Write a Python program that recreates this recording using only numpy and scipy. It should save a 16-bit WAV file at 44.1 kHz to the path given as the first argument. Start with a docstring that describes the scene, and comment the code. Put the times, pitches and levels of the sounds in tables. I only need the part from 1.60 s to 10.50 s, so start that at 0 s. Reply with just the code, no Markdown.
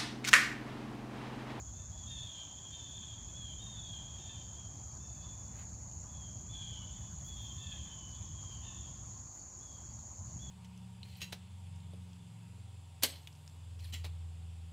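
"""A lawn in summer, heard from one microphone among trees. Distant birds trade thin, falling cries: harmonics
of a sagging pitch, with a noise tail for the garden's echo. Cicadas buzz steadily: the nearest as rows of
falling chirps, those farther off as click-gated noise. Far crickets hold narrow notes of noise. A few soft
rustles pass close by. Filtered noise makes the low rumble, abruptly eased at times as if by a recorder's
wind suppression, the tyres of far traffic and the open air."""
import sys
import numpy as np
from scipy import signal
from scipy.fft import rfft, irfft, next_fast_len
from scipy.io import wavfile
from scipy.ndimage import uniform_filter1d

SR = 44100
rng = np.random.default_rng(int(sys.argv[2]) if len(sys.argv) > 2 else 0)


def output_pcm(signal):
    """Save a mono or channel-first signal as 16-bit PCM at the path in sys.argv[1].

    Samples are clipped to [-1, 1] before scaling.
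    """
    pcm = np.clip(np.atleast_2d(signal).T, -1, 1) * 32767
    wavfile.write(sys.argv[1], SR, np.round(pcm).astype(np.int16))


N = 392490
TIME = np.arange(N) / SR

# distant bird cries, whistle level before flutter and garden: start_s, length_s, crest_hz, sag_hz_per_s,
# whistle_db, lower_partials_db (re whistle), hoarseness (0-1)
BIRD_CRIES = [ (.01, .13, 3370, 1000, -69.5, -22, 0.6), (0.121, 0.15, 3550, 600, -65.5, -12, .4),
              (.31, 0.27, 3420, 880, -60, -25, 0.3), (.45, .23, 3660, 1600, -53, -20, 0),
              (0.531, .34, 3433, 1192, -54, -24, 0.42), (0.932, 0.29, 3404, 1314, -59, -23, 0.3),
              (1.10, 0.37, 3614, 1600, -56.5, -23, 0.2), (1.309, 0.26, 3547, 1797, -54.5, -23, 0.3),
              (1.657, 0.083, 3440, 597, -60, -15, .4), (1.726, 0.23, 3400, 1850, -52, -24.5, 0.17),
              (1.974, 0.2, 3674, 247, -56.5, -21.5, .03), (2.121, 0.32, 3480, 1295, -51.5, -26, 0.18),
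              (2.419, 0.23, 3374, 1275, -61, -19, 0.54), (2.566, 0.21, 3623, 1005, -58, -14, 0.36),
              (2.629, 0.22, 3260, 1000, -60.5, -21, 0.36), (2.949, 0.15, 3320, 2000, -61.5, -23, 0.17),
              (3.379, 0.26, 3540, 597, -68, -10, .2), (3.599, 0.13, 3460, 500, -59, -20, 0.43),
              (4.456, 0.16, 3420, 200, -67, -15, 0.34), (4.531, 0.19, 3365, 1890, -62, -27, 0.2),
              (4.873, .32, 3467, 1200, -55, -34, .18), (4.915, 0.35, 3260, 1200, -59, -19, 0.2),
              (5.249, 0.28, 3510, 588, -65, -18, 0.42), (5.637, 0.32, 3407, 1050, -54.5, -28, .17),
              (5.732, .20, 3590, 1490, -59, -20, 0), (5.938, .28, 3463, 1390, -54, -23, 0.47),
              (5.972, 0.216, 3605, 1604, -55.5, -11.5, 0.18), (6.186, .33, 3155, 648, -60, -27, 0.2),
              (6.519, 0.18, 3434, 1170, -62.5, -18, .8), (6.705, 0.29, 3280, 702, -60, -25, 0.4),
              (6.889, .22, 3090, 1700, -66, -25, .55), (7.008, 0.16, 3587, 1400, -60.5, -10.5, 0.47),
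              (7.13, .19, 3406, 1420, -61, -31, .9), (7.986, 0.25, 3410, 1300, -69.5, -24, 0.27),
              (8.783, .32, 3420, 1100, -55.5, -30.5, 0.13), ]
# partials below the whistle: harmonic, level_db (re the cry's lower_partials_db)
LOWER_PARTIALS = [(2, -1), (3, 0.5)]
# faint partials above the whistle: harmonic, level_db (re whistle)
UPPER_PARTIALS = [(5, -24), (10, -26.5)]
# nearest cicadas: strokes_per_s, level_db, stroke_start_hz, stroke_end_hz
NEAR_CICADAS = [(46.18, -58, 7150, 6450), (56.66, -62.5, 7100, 6400)]
# cicadas farther off: clicks_per_s, level_db (within the far chorus), click_decay_s
FAR_CICADAS = [(50.3, -5.5, 0.0059), (172.5, -5.5, 0.0053), (121.2, -6, .003)]
# colour of their ringing abdomens: pitch_hz, relative_db_per_hz
CICADA_BODY = [(4000, -41), (4900, -24.5), (5600, -20), (6000, -12.5), (6250, -1), (6550, 2.5), (7030, 3),
               (7170, -2.5), (7500, -10), (7750, -18.5), (8200, -25.5), (9500, -33.5), (11000, -38)]
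# steady notes of far crickets: pitch_hz, width_hz, start_level_db, swell_db_per_s
CRICKET_NOTES = [(4563, 25, -82, 0.55), (5390, 45, -79.5, -0.27), (5610, 60, -77.5, 0.16),
                 (5790, 45, -77, 0), (4170, 170, -81.5, -1)]
# soft rustles near the microphone: centre_s, half_length_s (to 1/e), level_db, centre_hz, width_octaves
RUSTLES = [(3.994, 0.058, -64.5, 1980, 0.86), (5.674, 0.032, -69.5, 13300, 0.86),
           (5.838, 0.044, -75, 13000, 0.53), (5.93, 0.44, -81, 11900, .7), (7.767, .03, -78, 12000, 0.83)]
# level of the low rumble, with its abrupt dips: time_s, level_db
RUMBLE_LEVEL = [(0, -48), (.65, -48.5), (.72, -58.5), (1.2, -53.5), (1.8, -49), (2.6, -50), (3.6, -49),
                (5.2, -47.5), (6.22, -47), (6.36, -52.5), (6.62, -46.5), (7.35, -49), (7.63, -50.5),
                (7.72, -59), (8.17, -53.5), (8.36, -48), (8.48, -54.5), (8.62, -46.5)]
# colour of the rumble: pitch_hz, relative_db_per_hz
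RUMBLE_COLOUR = [(20, -46), (32, -23), (42, -13.5), (55, -2.5), (76, 1), (92, -1.5), (110, 0.5),
                 (140, -7.5), (200, -12), (300, -31.5), (500, -69)]
# tyres on a far road: time_s, whine_db, roar_db
TYRE_LEVELS = [(0, -90, -73.5), (1.3, -84, -71.5), (2.7, -83, -65.5), (3.3, -77, -70.5), (4, -88, -65.5),
               (5.8, -74.5, -73), (7.2, -70, -77.5), (7.8, -75.5, -71), (8.9, -80, -78)]
# colour of the tyre roar: pitch_hz, relative_db_per_hz
ROAR_COLOUR = [(120, -4), (260, 2.5), (420, -4), (620, -1), (900, -0.5), (1400, -30.5), (3000, -49)]
# colour of the open air: pitch_hz, relative_db_per_hz
AIR_COLOUR = [(100, 3.5), (280, 6), (450, -4), (630, 0), (1000, 1), (1350, -6), (1800, -9.5), (2200, -12),
              (3400, -17), (4400, -12), (7000, -17.5), (10000, -36), (13500, -24), (16000, -59)]

HOOK_S, HOOK_HZ = 0.052, 249.7  # each cry's rise to its crest: time taken, height
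GARDEN_T60_S = 1
THROB_HZ, THROB_CREST_S, THROB_DB = 3.3, 0.2, 0.5  # far chorus: rate, time of a crest, depth either way
TYRE_HZ, TYRE_WIDTH_HZ = 1065, 40  # tread whine
CUTOFF_HZ = 15800


def from_db(db):
    """Decibels to gain."""
    return 10 ** (np.asarray(db) / 20)


def rms_one(x):
    """Scale to unit power."""
    return x / np.sqrt(np.mean(x ** 2) + 1e-20)


def filtered(x, gain_at):
    """Filter by a gain given as a function of frequency; rms 1."""
    size = next_fast_len(N)
    hz = np.maximum(np.arange(size // 2 + 1) * SR / size, 1)
    return rms_one(irfft(rfft(x, size) * gain_at(hz), size)[:N])


def coloured(x, spectrum):
    """Shape a sound by a table of (Hz, dB), interpolated along log frequency; rms 1."""
    points, db = np.transpose(spectrum)
    return filtered(x, lambda hz: from_db(np.interp(np.log(hz), np.log(points), db)))


def white():
    """Fresh white noise."""
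    return rng.standard_normal(N)


def drift(rate_hz):
    """Random wandering of rms 1, its gain halved at rate_hz."""
    return filtered(white(), lambda hz: 1 / (1 + (hz / rate_hz) ** 2))


def narrow(centre_hz, width_hz):
    """Noise in one resonance, its gain halved width_hz from the centre; rms 1."""
    return filtered(white(), lambda hz: 1 / (1 + ((hz - centre_hz) / width_hz) ** 2))


def birds(quaver=0.0041, flutter_db=2.5, attack_s=0.042, release_s=0.038, hoarse_width_hz=190,
          rasp_db=-25, rasp_hz=3760, rasp_width_hz=1200):
    """Each cry hooks up to a crest and sags at a steady rate; the throat favours the fourth harmonic."""
    out = np.zeros(N)
    wobble = 1 + quaver * drift(69.0)
    flutter = flutter_db * drift(27)
    # an unsteady membrane spreads every partial into a hoarse band
    unsteady = drift(hoarse_width_hz) + 1j * drift(hoarse_width_hz)
    rasp = from_db(rasp_db) * narrow(rasp_hz, rasp_width_hz)
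    for start, length, crest_hz, sag, whistle_db, lower_db, hoarse in BIRD_CRIES:
        span = (TIME > start) & (TIME < start + length)
        t = TIME[span] - start
        hook = HOOK_HZ * np.maximum(1 - t / HOOK_S, 0) ** 2
        whistle_hz = crest_hz - hook - sag * np.maximum(t - HOOK_S, 0)
        phase = 2 * np.pi * np.cumsum(whistle_hz / 4 * wobble[span]) / SR  # of the fundamental
        lower = [(k, db + lower_db) for k, db in LOWER_PARTIALS]
        partials = lower + [(4, 0)] + UPPER_PARTIALS
        tone = sum(from_db(db) * np.exp(1j * k * phase) for k, db in partials)
        # the divisor keeps hoarse and clear cries equally strong
        voice = (tone * (1 + hoarse * unsteady[span])).real / np.sqrt(1 + 2 * hoarse ** 2)
        swell = np.minimum(t / attack_s, 1) * np.minimum((length - t) / release_s, 1)
        out[span] += from_db(whistle_db + flutter[span]) * swell * (voice + rasp[span])
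    return out


def garden(x, direct_db=1.5, echo_db=-0.5, build_s=0.023):
    """Trunks, leaves and walls scatter a cry into a diffuse tail."""
    t = TIME[:2 * SR]
    decay = from_db(-60 * t / GARDEN_T60_S)
    tail = rng.standard_normal(len(t)) * decay * (1 - np.exp(-t / build_s))
    echoes = signal.fftconvolve(x, tail / np.linalg.norm(tail))[:N]
    return from_db(direct_db) * x + from_db(echo_db) * echoes


def near_cicadas(waver=0.011, stroke_fade_db=9, blur=0.83, blur_hz=170):
    """Tymbal ribs buckle in turn, each ringing lower, so every stroke is a tiny falling chirp."""
    out = np.zeros(N)
    for rate, level_db, first_hz, last_hz in NEAR_CICADAS:
        stroke = np.cumsum(rate * (1 + waver * drift(2))) / SR % 1  # 0-1 through each stroke
        phase = 2 * np.pi * np.cumsum(first_hz + (last_hz - first_hz) * stroke) / SR
        scatter = 1 + blur * (drift(blur_hz) + 1j * drift(blur_hz))
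        swell = np.sqrt(np.abs(np.sin(np.pi * stroke))) * from_db(-stroke_fade_db * stroke)
        out += from_db(level_db) * rms_one(swell * (scatter * np.exp(1j * phase)).real)
    return out


def far_cicadas(level_db=-53.5, hiss_db=-1, waver=0.014):
    """Each tymbal buckles in a train of short bursts; countless singers merge into a throbbing hiss."""
    chorus = from_db(hiss_db) * white()
    for rate, db, decay_s in FAR_CICADAS:
        since_click_s = np.cumsum(rate * (1 + waver * drift(2))) / SR % 1 / rate
        chorus += from_db(db) * rms_one(white() * np.exp(-since_click_s / decay_s))
    throb_db = THROB_DB * np.cos(2 * np.pi * THROB_HZ * (TIME - THROB_CREST_S))
    return from_db(level_db + throb_db) * coloured(chorus, CICADA_BODY)


def crickets(waver_db=3.0):
    """Many far wing strokes blur into narrow, wavering notes that slowly swell, fade or hold."""
    out = np.zeros(N)
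    for note_hz, width_hz, start_db, swell in CRICKET_NOTES:
        level_db = start_db + swell * TIME + waver_db * drift(9.9)
        out += from_db(level_db) * narrow(note_hz, width_hz)
    return out


def rustles(grain_db=3.5):
    """Brief grainy swishes of light rubbing, close by."""
    out = np.zeros(N)
    grain = grain_db * drift(120)
    for centre_s, half_s, level_db, centre_hz, octaves in RUSTLES:
        hiss = filtered(white(), lambda hz: 1 / (1 + (np.log2(hz / centre_hz) / octaves) ** 2))
        swell = np.exp(-((TIME - centre_s) / half_s) ** 2)
        out += from_db(level_db + grain) * swell * hiss
    return out


def low_rumble():
    """A low rumble, evened out over a sixth of a second, that swells gently and at times eases abruptly,
    as if by a recorder's wind suppression."""
    rumble = coloured(white(), RUMBLE_COLOUR)
    rumble = rms_one(rumble / np.sqrt(uniform_filter1d(rumble ** 2, size=SR // 6)))
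    return from_db(np.interp(TIME, *np.transpose(RUMBLE_LEVEL))) * rumble


def tyres():
    """Far wheels give a dull roar and a faint whine from their tread."""
    time_s, whine_db, roar_db = np.transpose(TYRE_LEVELS)
    whine = from_db(np.interp(TIME, time_s, whine_db)) * narrow(TYRE_HZ, TYRE_WIDTH_HZ)
    roar = from_db(np.interp(TIME, time_s, roar_db)) * coloured(white(), ROAR_COLOUR)
    return whine + roar


def air(level_db=-63.0, patchy_db=3.0):
    """The wash of the neighbourhood, each band of noise flickering on its own."""
    bands = np.zeros(N)
    for hz in np.geomspace(200, 15000, 20):
        flicker = from_db(patchy_db * drift(14.4))
        bands += flicker * narrow(hz, hz / 6) * np.sqrt(hz)  # wider bands need more power
    return from_db(level_db) * coloured(bands, AIR_COLOUR)


def scene():
    """All sources at one microphone."""
    insects = near_cicadas() + far_cicadas() + crickets()
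    background = low_rumble() + tyres() + air()
    return (garden(birds()) + insects + rustles() + background)[None]


def record(dry):
    """The top is cut steeply by an elliptic low-pass."""
    lowpass = signal.ellip(10, 0.1, 70, CUTOFF_HZ, fs=SR, output="sos")
    return signal.sosfilt(lowpass, dry)


dry = scene()
out = record(dry)
output_pcm(out)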